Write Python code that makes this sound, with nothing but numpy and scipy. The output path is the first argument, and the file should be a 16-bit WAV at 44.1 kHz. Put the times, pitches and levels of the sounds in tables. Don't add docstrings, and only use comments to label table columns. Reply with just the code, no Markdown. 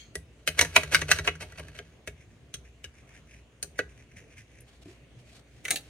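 import sys
import numpy as np
from scipy import signal
from scipy.fft import rfft, irfft, next_fast_len
from scipy.io import wavfile
from scipy.ndimage import uniform_filter1d, map_coordinates

SR = 44100
rng = np.random.default_rng(int(sys.argv[2]) if len(sys.argv) > 2 else 0)


def materialize(psi):
    bounded = np.clip(np.atleast_2d(psi).T, -1, 1)
    quanta = np.round(bounded * 32767).astype(np.int16)
    wavfile.write(sys.argv[1], SR, quanta)


N = 259749

KNOCK_HZ, RING_HZ, EDGE_HZ, TOP_HZ = 200, 1100, 3400, 16200


def amp(db):
    return 10 ** (np.asarray(db) / 20)


def unit(x):
    return x / np.sqrt(np.mean(x ** 2) + 1e-20)


def along(points, hz):
    f, v = np.transpose(points)
    return np.interp(np.log(hz + 1), np.log(f + 1), v)


def wander(size, positions):
    return map_coordinates(rng.standard_normal(size), [positions])


def add(track, s, x):
    part = track[:, max(round(s * SR), 0):][:, :x.shape[-1]]
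    part += x[..., :part.shape[-1]]


def filtered(x, response):
    n = x.shape[-1]
    padded = next_fast_len(n + SR // 10)
    spectrum = rfft(x, padded) * response(np.fft.rfftfreq(padded, 1 / SR))
    return irfft(spectrum, padded)[..., :n]


def band(x, lo, hi, order=4):
    return signal.sosfilt(signal.butter(order, [lo, hi], "band", fs=SR, output="sos"), x)


# frequency in Hz, likeness (1 the same, 0 unrelated, below 0 opposed).
ALIKE = [(100, 0.97), (300, 0.85), (700, 0.7), (1500, 0.45), (3100, -0.05), (7000, 0.3), (15000, -0.1)]


def diffuse(n):
    def shares(hz):
        angle = np.arccos(np.clip(along(ALIKE, hz), -1, 1)) / 2
        return np.array([np.cos(angle), np.sin(angle)])
    mid, side = filtered(rng.standard_normal((2, n)), shares)
    return np.array([mid + side, mid - side])


# frequency in Hz, lead in radians before scatter.
LEAD = [(600, 0), (1300, .7), (2500, .75), (3400, 1.9), (7000, 2), (11000, 2.2), (15000, 2.5)]
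LEAD_SCATTER = .3


def placed(x, off_centre):
    knots = rng.standard_normal(SR // 300)

    def response(hz):
        scatter = 1 + LEAD_SCATTER * map_coordinates(knots, [hz / 500])
        lead = off_centre * along(LEAD, hz) * scatter
        return np.exp(.5j * lead * np.array([[1], [-1]]))
    return filtered(x, response)


def body(colour, peaks, ripple_db=0, size=4096):
    hz = np.fft.rfftfreq(size, 1 / SR)
    db = along(colour, hz) + sum(lift / (1 + (2 * (hz - f) / width) ** 2) for f, width, lift in peaks)
    db = db + ripple_db * wander(size, np.sqrt(hz))
    cepstrum = irfft(np.log(amp(db)))[:size // 2]
    return irfft(np.exp(rfft(2 * cepstrum, size)))


# frequency in Hz, t60 in seconds.
ROOM = [(100, 0.56), (500, 0.086), (2000, 0.14), (6000, 0.14), (15000, 0.13)]
LATE_DB, LATE_T60_S = -13, .36


def roomy(x, wet_db):
    hz, t, z = signal.stft(diffuse(SR // 2), SR, nperseg=256)
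    early = amp(-60 * t / along(ROOM, hz)[:, None])
    late = amp(LATE_DB - 60 * t / LATE_T60_S)
    onset = 1 - np.exp(-t / .006)
    tail = signal.istft(z * (early + late) * onset, SR)[1]
    tail = tail / np.linalg.norm(tail[0])
    return x + amp(wet_db) * signal.fftconvolve(x, tail, axes=1)[:, :x.shape[1]]


def at_level(x, db, seconds):
    return x * amp(db) / np.sqrt(np.mean(x.mean(0)[:int(seconds * SR)] ** 2))


SURFACE_DB = -2


def contact(response, chatter_t60, snap_db, rebound_db, off_centre):
    t = np.arange(SR // 3) / SR
    snap = np.zeros(len(t))
    snap[SR // 1400] = amp(snap_db)
    snap[int(SR * rng.uniform(.003, .0045))] = amp(snap_db + rebound_db)
    ragged = amp(3.5 * wander(len(t), 500 * t))
    jolts = rng.standard_normal(len(t)) * (rng.random(len(t)) < .08)
    chatter = placed(unit(jolts), off_centre) + amp(SURFACE_DB) * diffuse(len(t))
    chatter = chatter * ragged * amp(-60 * t / chatter_t60)
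    force = placed(snap, off_centre) + chatter / np.linalg.norm(chatter[0])
    return signal.fftconvolve(force, response[None], axes=1)[:, :len(t)]


def three_part_hit(crack, knock, ring_db, edge_db, knock_db, knock_from_hz):
    ring = at_level(band(crack, RING_HZ, EDGE_HZ), ring_db, .019)
    edge = at_level(band(crack, EDGE_HZ, TOP_HZ), edge_db, .019)
    return ring + edge + at_level(band(knock, knock_from_hz, RING_HZ), knock_db, .03)


def sliding(colour, peaks, grain_rate, grain_db, smooth_db, rough_db, size=N):
    happens = rng.random(size) < grain_rate / SR
    slips = happens * rng.standard_normal(size) * amp(grain_db * rng.standard_normal(size))
    clumps = amp(rough_db * wander(size, 160 * np.arange(size) / SR))
    force = clumps * (placed(unit(slips), off_centre=1) + amp(smooth_db) * diffuse(size))
    return signal.oaconvolve(force, body(colour, peaks)[None], axes=1)[:, :size]


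def swells(middles, halves, dbs):
    t, power = np.arange(N) / SR, np.zeros(N)
    for s, half, db in zip(middles, halves, dbs):
        near = abs(t - s) < 4 * half
        power[near] += amp(db) ** 2 * np.exp(-((t[near] - s) / (1.4 * half)) ** 2)
    return power


RUB_MIDDLE_S = .25
RUB_GRAIN_DB, RUB_ROUGH_DB = 2.5, 2.5


def brief_rub(colour, peaks, half, db, grain_rate, smooth_db):
    t = np.arange(SR // 2) / SR
    bell = np.exp(-.5 * ((t - RUB_MIDDLE_S) / (1.28 * half)) ** 2)
    rub = bell * sliding(colour, peaks, grain_rate, RUB_GRAIN_DB, smooth_db, RUB_ROUGH_DB, size=len(t))
    return amp(db) * rub * np.sqrt(np.sum(bell ** 2) / np.sum(rub.mean(0) ** 2))


AIR_PATCHY_DB, AIR_DRIFT_DB = 1.8, .7


def wavering(x):
    z = signal.stft(x, nperseg=512)[2]
    patches = uniform_filter1d(rng.standard_normal(z.shape[1:]), size=7, axis=0)
    patches = uniform_filter1d(patches, size=16, axis=1)
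    drift = uniform_filter1d(rng.standard_normal(z.shape[2]), size=30)
    gain = amp(AIR_PATCHY_DB * unit(patches) + AIR_DRIFT_DB * unit(drift))
    return signal.istft(z * gain, nperseg=512)[1][:, :N]


# frequency in Hz, relative level in dB per Hz.
AIR = [(20, -29), (40, -25), (60, -2.5), (85, -13.5), (120, -5), (200, -18), (380, -17.5), (680, -23),
       (830, -30), (1400, -31.5), (2100, -28.5), (2800, -29), (3700, -35), (5200, -42), (6400, -37.5),
       (8000, -44.5), (9000, -42), (11700, -53), (16000, -55.5)]
# frequency in Hz, level in dB rms.
HUM = [(59.6, -62), (119.5, -73.5), (232, -73), (291, -76), (404, -81.5)]
# frequency in Hz, width in Hz, starting level in dB,
# t60 in seconds.
FADING_RING = [(2290, 400, -56, 0.33), (3224, 60, -49, 0.2), (4290, 200, -56, 0.33),
               (6487, 220, -53.5, 0.3)]


def background():
    t = np.arange(N) / SR
    air = amp(-56.5) * unit(wavering(filtered(diffuse(N), lambda hz: amp(along(AIR, hz)))))
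    hum = sum(np.sqrt(2) * amp(db) * np.sin(2 * np.pi * (hz * t + rng.random())) for hz, db in HUM)
    for hz, width, db, t60 in FADING_RING:
        ring = unit(band(diffuse(SR), hz - width / 2, hz + width / 2, order=1))
        add(air, 0, ring * amp(db - 60 * t[:SR] / t60))
    return air + hum


# middle in seconds, half length in seconds, level in dB,
# frequency in Hz around which it is brightened.
RUSTLES = [(4.688, 0.01, -63, 3230), (4.73, 0.033, -67, 3700), (4.828, 0.0054, -58.5, 3770),
           (4.902, 0.034, -60.5, 2160), (5.203, 0.016, -65, 2514), (5.302, 0.027, -62, 2400),
           (5.362, 0.022, -58, 4240), (5.584, 0.042, -65.5, 2000), (5.861, 0.026, -62.5, 2370)]
# frequency in Hz, relative level in dB per Hz.
TOWEL = [(200, -15.5), (680, 7.5), (900, -4.5), (2400, 1.5), (4000, -0.5), (9000, -5.5), (16000, -25)]
# frequency in Hz, level in dB before the soft onset, t60 in seconds.
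BUMP = [(100, -44, .15), (160, -44, .11), (300, -42, .11), (370, -47, .1), (680, -50, .05),
        (1040, -58, .03)]
BUMP_TIME = 4.857
JUDDER_TIME, JUDDER_HZ, JUDDER_RISE_HZ_PER_S, JUDDER_DB = 4.872, 300, 1500, -38


def towel():
    t, out = np.arange(SR // 3) / SR, np.zeros((2, N))
    for s, half, db, bright_hz in RUSTLES:
        rustle = brief_rub(TOWEL, [(bright_hz, 1200, 5)], half, db, grain_rate=5000, smooth_db=3)
        add(out, s - RUB_MIDDLE_S, rustle)
    bump = sum(amp(db - 60 * t / t60) * np.sin(2 * np.pi * (hz * t + rng.random())) for hz, db, t60 in BUMP)
    add(out, BUMP_TIME, bump * (1 - np.exp(-t / 0.0023)))
    pitch = JUDDER_HZ + JUDDER_RISE_HZ_PER_S * t + 40 * wander(len(t), 200 * t)
    judder = np.sin(2 * np.pi * np.cumsum(pitch) / SR)
    add(out, JUDDER_TIME, judder * amp(JUDDER_DB - 60 * t / 0.15) * (1 - np.exp(-t / 0.012)))
    return out


# start in seconds, ring level in dB, edge level in dB, knock level in dB,
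# t60 of the rattle in seconds, snap over rattle in dB, ring in Hz, edge ring in Hz.
BOUNCES = [(5.652, -35, -44.5, -55, 0.036, -4, 2010, 5500), (5.682, -37, -43, -53.5, 0.15, -3, 2190, 6100),
           (5.7064, -31.5, -26, -43, 0.051, -4, 2220, 8800), (5.718, -50, -34.5, -44, 0.12, -7, 2260, 4050),
           (5.7583, -41, -35, -53.5, 0.075, -7.5, 2600, 4300)]
# frequency in Hz, relative level in dB.
HOLDER = [(150, -6), (400, 2.5), (750, -2.5), (1000, -15), (1500, -1), (2100, 0), (3200, -6.5), (4200, -8),
          (5100, -12), (6500, -2), (7500, -7.5), (9300, -4), (12000, -13), (16000, -15)]
# frequency in Hz, width in Hz, lift in dB.
HOLDER_PEAKS = [(3790, 430, 7.8), (4380, 74, 4), (8540, 290, 4.4)]


def dropped_scraper():
    out = np.zeros((2, N))
    for s, ring_db, edge_db, knock_db, rattle_t60, snap_db, ring_hz, edge_hz in BOUNCES:
        rings = [(ring_hz, 620, 9), (edge_hz, 650, 7)]
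        holder = body(HOLDER, HOLDER_PEAKS + rings, ripple_db=4.0)
        clack = contact(holder, rattle_t60, snap_db, rebound_db=-8, off_centre=-.5)
        knock = contact(holder, rattle_t60 + 0.15, snap_db=-12.0, rebound_db=6.5, off_centre=-.5)
        hit = three_part_hit(clack, knock, ring_db, edge_db, knock_db, KNOCK_HZ / 2)
        add(out, s, roomy(hit, wet_db=-14.5))
    skid = unit(filtered(diffuse(N), lambda hz: amp(along(HOLDER, hz))))
    return out + skid * np.sqrt(swells([5.651, 5.68, 5.704], [.004, .012, .003], [-48, -48, -41]))


# frequency in Hz, relative level in dB.
TICK = [(2000, -32), (6000, -22), (8500, -14), (9200, 0), (10200, -5), (11300, -4), (12500, -22),
        (16000, -36)]
TICK_TIME, TICK_DB = 4.606, -60


def lift_off():
    out = np.zeros((2, N))
    tick = contact(body(TICK, []), 0.07, snap_db=-14, rebound_db=0, off_centre=.5)
    add(out, TICK_TIME, at_level(tick, TICK_DB, .019))
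    return out


# middle in seconds, half length in seconds, level in dB,
# blade resonance in Hz.
PASSES = [(1.939, 0.018, -70, 2120), (2.211, 0.02, -63, 2250), (2.326, 0.018, -70, 2310),
          (2.665, 0.013, -62, 2120), (2.978, 0.021, -61.5, 2195), (3.099, 0.02, -62, 2260),
          (3.166, 0.018, -57, 1980), (3.338, 0.032, -58.5, 2270), (3.783, 0.012, -55.5, 2185),
          (3.908, 0.013, -63, 2500), (3.993, 0.03, -62, 2150), (4.124, 0.019, -64.5, 2280),
          (4.179, 0.0093, -51, 2240), (4.206, 0.019, -60, 2160), (4.321, 0.026, -62.5, 2340),
          (4.384, 0.0083, -51, 2200), (4.408, 0.009, -57, 1890), (4.555, 0.043, -63, 2150)]
# frequency in Hz, relative level in dB.
GLIDE = [(300, -15), (650, -16), (900, -29), (1350, -20), (1600, -5), (2100, -5), (2550, -5), (3200, -14),
         (4200, -19), (5200, -14), (6200, -7), (7600, -19), (9300, -13), (12000, -27), (16000, -40)]
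GLIDE_WIDTH_HZ, GLIDE_LIFT_DB = 1000, 6
GLIDE_RUMBLE_DB = -1


def passes():
    out = np.zeros((2, N))
    for s, half, db, ring_hz in PASSES:
        resonance = [(ring_hz, GLIDE_WIDTH_HZ, GLIDE_LIFT_DB)]
        add(out, s - RUB_MIDDLE_S, brief_rub(GLIDE, resonance, half, db, grain_rate=1800, smooth_db=-6))
    middles, halves, dbs, _ = np.transpose(PASSES)
    power = swells(middles + halves, 2 * halves, dbs + GLIDE_RUMBLE_DB)
    rumble = unit(band(diffuse(N), 62, 130, order=2)) * np.sqrt(power)
    return roomy(out, wet_db=-10) + rumble


# push start in seconds, push level in dB,
# turning back in seconds, return level in dB.
SCRUBS = [(0.588, -46, 0.648, -37.5), (0.731, -52, 0.833, -37), (0.922, -33, 1.016, -32),
          (1.083, -37, 1.187, -33), (1.247, -39, 1.353, -51), (1.408, -43.5, 1.521, -54),
          (1.575, -47, 1.683, -53.5), (1.751, -51, 1.85, -68.5)]
# middle in seconds, half length in seconds, level in dB.
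RUBS = [(0.788, 0.12, -52), (1.614, 0.13, -59.5)]
PUSH_PEAK_S, PUSH_HALF_S = 0.014, 0.0084
RETURN_LEAD_S, RETURN_HALF_S, RETURN_RASP_DB = 0.022, 0.013, -7
FIRM_DB = -30
GRIND_DB, GRIND_HALF_S = -16, 0.0078


def scrubbing(s):
    return SCRUBS[0][0] <= s < SCRUBS[-1][0]


def slides():
    pushes = [(start + PUSH_PEAK_S, PUSH_HALF_S, db) for start, db, _, _ in SCRUBS]
    returns = [(turn - RETURN_LEAD_S, RETURN_HALF_S, db + RETURN_RASP_DB) for _, _, turn, db in SCRUBS]
    grinds = [(s, GRIND_HALF_S, db + GRIND_DB) for s, db, *_ in BLOWS if db > FIRM_DB and scrubbing(s)]
    return pushes + returns + grinds + RUBS


# frequency in Hz, relative level in dB.
GLASS = [(150, -19.5), (300, -12), (420, -6), (620, -6.5), (820, -8), (1050, -11), (1550, -6), (2400, -6.5),
         (3300, -7.5), (6200, -5), (7400, -9.5), (10000, -7.5), (13000, -17), (16000, -26)]
# frequency in Hz, width in Hz, lift in dB.
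GLASS_PEAKS = [(292, 35, 4), (415, 45, 4), (500, 35, 3), (624, 60, 5), (700, 40, 5), (790, 70, -8),
               (1035, 80, -6), (1157, 50, 5), (1260, 80, -3), (1365, 40, 3), (1495, 60, 4), (1630, 80, 6.5),
               (1820, 80, -4), (1965, 70, 5), (2070, 70, -5), (2215, 110, 4), (2400, 90, -5), (2560, 90, 7),
               (2890, 85, 3), (3500, 300, -4), (3830, 130, 3), (4160, 70, 3), (5200, 450, -4),
               (6060, 110, 5), (6240, 80, 4), (8800, 500, 5)]
GENTLE_DB, HISS_DB, HISS_DB_PER_DB = -60, -9, 0.1932


def strokes():
    middles, halves, rasp_db = np.transpose(slides())
    hiss_db = rasp_db + HISS_DB + HISS_DB_PER_DB * (rasp_db - GENTLE_DB)
    rasp_gain = np.sqrt(swells(middles, halves, rasp_db))
    hiss_gain = np.sqrt(swells(middles, halves, hiss_db))
    glass = sliding(GLASS, GLASS_PEAKS, grain_rate=3500, grain_db=2.5, smooth_db=-6, rough_db=4)
    rasp = unit(band(glass, KNOCK_HZ, EDGE_HZ))
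    hiss = unit(band(glass, EDGE_HZ, TOP_HZ))
    rumble = amp(-12.0) * unit(band(diffuse(N), 65, 100))
    pressing = np.minimum(rasp_gain, amp(-51.0))
    return roomy(rasp_gain * rasp + hiss_gain * hiss + pressing * rumble, wet_db=-7.5)


# start in seconds, plate ring in dB, blade edge in dB, knock in dB,
# table thump in dB, snap over chatter in dB, strongest ring in Hz, its lift in dB, second ring in Hz,
# edge ring in Hz, strongest knock in Hz.
BLOWS = [(0.154, -40.5, -42, -43, -50, 0, 1860, 16, 3440, 9760, 320),
         (0.4754, -27, -33, -38.5, -47.5, -4, 2070, 4, 3060, 13600, 397),
         (0.5913, -20.5, -27, -36, -44.5, -3.5, 2090, 18, 1680, 4150, 534),
         (0.611, -24.5, -23.5, -31.5, -54, -3.5, 1980, 13, 3970, 6200, 455),
         (0.762, -15.5, -25.5, -26, -46, -3, 2390, 11.5, 2080, 3900, 574),
         (0.9466, -17, -26.5, -39.5, -44.5, -8, 2240, 11, 1530, 4900, 590),
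         (1.1146, -17.5, -25.5, -37, -43, -3.5, 1750, 11, 2600, 5930, 755),
         (1.2751, -25, -42, -33, -46, -7.5, 2020, 8.5, 2870, 6100, 483),
         (1.424, -46, -53.5, -48, -56, -8.5, 2230, 12, 1620, 8900, 416),
         (1.595, -48.5, -55, -47.5, -52, -8, 2170, 9, 3100, 8950, 410),
         (1.788, -43, -59, -48, -59.5, -9, 2200, 2, 1660, 6200, 430),
         (2.0744, -40.5, -48, -44.5, -52, 0, 2210, 7.5, 1790, 14350, 399),
         (2.54, -46.5, -43, -58, -55, -3, 3254, 10.5, 1110, 5950, 317),
         (2.842, -45, -51, -56.5, -57.5, -4, 1607, 9.5, 2237, 2900, 403),
         (3.627, -48.5, -38.5, -53, -58, -17, 2862, -3.5, 1650, 8720, 394),
         (3.7901, -28.5, -46.5, -32, -52.5, 0, 1680, 12, 2040, 6300, 510)]
PUSH_CATCH_DB = -5.5
CATCH_EDGE_DB, CATCH_KNOCK_DB = -9.5, -9.5
CATCH_RINGS_HZ, CATCH_SPREAD = (2080, 1770, 6310), 0.055
CATCH_SNAP_DB, CATCH_LIFT_DB, CATCH_KNOCK_HZ = -8, 7, 450
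SHOVE_DB, SHOVE_DB_PER_DB = -42.5, 0.62


def contacts():
    rows = list(BLOWS)
    for start, push_db, turn, return_db in SCRUBS:
        for s, db in (start, push_db + PUSH_CATCH_DB), (turn, return_db):
            shove_db = SHOVE_DB + SHOVE_DB_PER_DB * (db - FIRM_DB)
            ring_hz, second_hz, edge_hz = np.array(CATCH_RINGS_HZ) * np.exp(rng.normal(0, CATCH_SPREAD, 3))
            rows.append((s, db, db + CATCH_EDGE_DB, db + CATCH_KNOCK_DB, shove_db, CATCH_SNAP_DB,
                         ring_hz, CATCH_LIFT_DB, second_hz, edge_hz, CATCH_KNOCK_HZ))
    return rows


# typical frequency in Hz, typical relative level in dB, t60 in seconds.
TABLE = [(65, -1.5, .55), (80, -1, 0.5), (93, -3, 0.4), (138, -12, 0.16), (157.6, 0, 0.4),
         (256, -18.5, 0.3), (300, -10, 0.2), (405.5, -14, 0.35)]


def table_thump(t, db):
    modes = np.zeros(len(t))
    for hz, mode_db, t60 in TABLE:
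        level = amp(mode_db + rng.normal(0, 4) - 60 * t / t60)
        shifted_hz = hz * (1 + rng.normal(0, 0.028))
        modes += level * np.sin(2 * np.pi * shifted_hz * t + rng.uniform(0, 2 * np.pi))
    onset = 1 - np.exp(-t / 0.0041)
    return at_level(band(modes[None] * onset, 60, 600), db, 0.18)


HOLLOW_HZ, HOLLOW_WIDTH_HZ = 965, 420
PRESSED_DB, TAPPED_DB = (5, 5), (-12, 6.5)
RING_WIDTH_HZ, KNOCK_WIDTH_HZ = 470, 280
EDGE_WIDTH_HZ = 1300
CHATTER_T60_S = .055


def blows():
    out, t = np.zeros((2, N)), np.arange(SR // 3) / SR
    before = np.arange(-SR // 80, 0) / SR
    fade = np.minimum(1, 10 * (t[-1] - t))
    for (s, ring_db, edge_db, knock_db, thump_db, snap_db,
         ring_hz, lift_db, second_hz, edge_hz, knock_hz) in contacts():
        middle_db, edge_lift_db = PRESSED_DB if scrubbing(s) else TAPPED_DB
        rings = [(ring_hz, RING_WIDTH_HZ, lift_db), (second_hz, 280, 6),
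                 (edge_hz, EDGE_WIDTH_HZ, edge_lift_db), (knock_hz, KNOCK_WIDTH_HZ, 6),
                 (HOLLOW_HZ, HOLLOW_WIDTH_HZ, middle_db)]
        glass = body(GLASS, GLASS_PEAKS + rings, ripple_db=2.5)
        crack = contact(glass, CHATTER_T60_S, snap_db, rebound_db=-4, off_centre=1)
        knock = contact(glass, CHATTER_T60_S + 0.039, snap_db - 0.5, rebound_db=-1.5, off_centre=0.9)
        hit = three_part_hit(crack, knock, ring_db, edge_db, knock_db, KNOCK_HZ)
        add(out, s, fade * (roomy(hit, wet_db=-15.5) + table_thump(t, thump_db)))
        swell = signal.fftconvolve(diffuse(len(before)), glass[None], axes=1)[:, :len(before)]
        add(out, s + before[0], unit(swell) * amp(ring_db - 6.5 + 60 * before / 0.03))
    return out


def scene():
    return background() + towel() + dropped_scraper() + lift_off() + passes() + strokes() + blows()


def record(dry):
    rounded = dry / (1 + np.abs(dry / .9) ** 6) ** (1 / 6)
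    return filtered(rounded, lambda hz: 1 / (1 + (hz / TOP_HZ) ** 120))


dry = scene()
out = record(dry)
materialize(out)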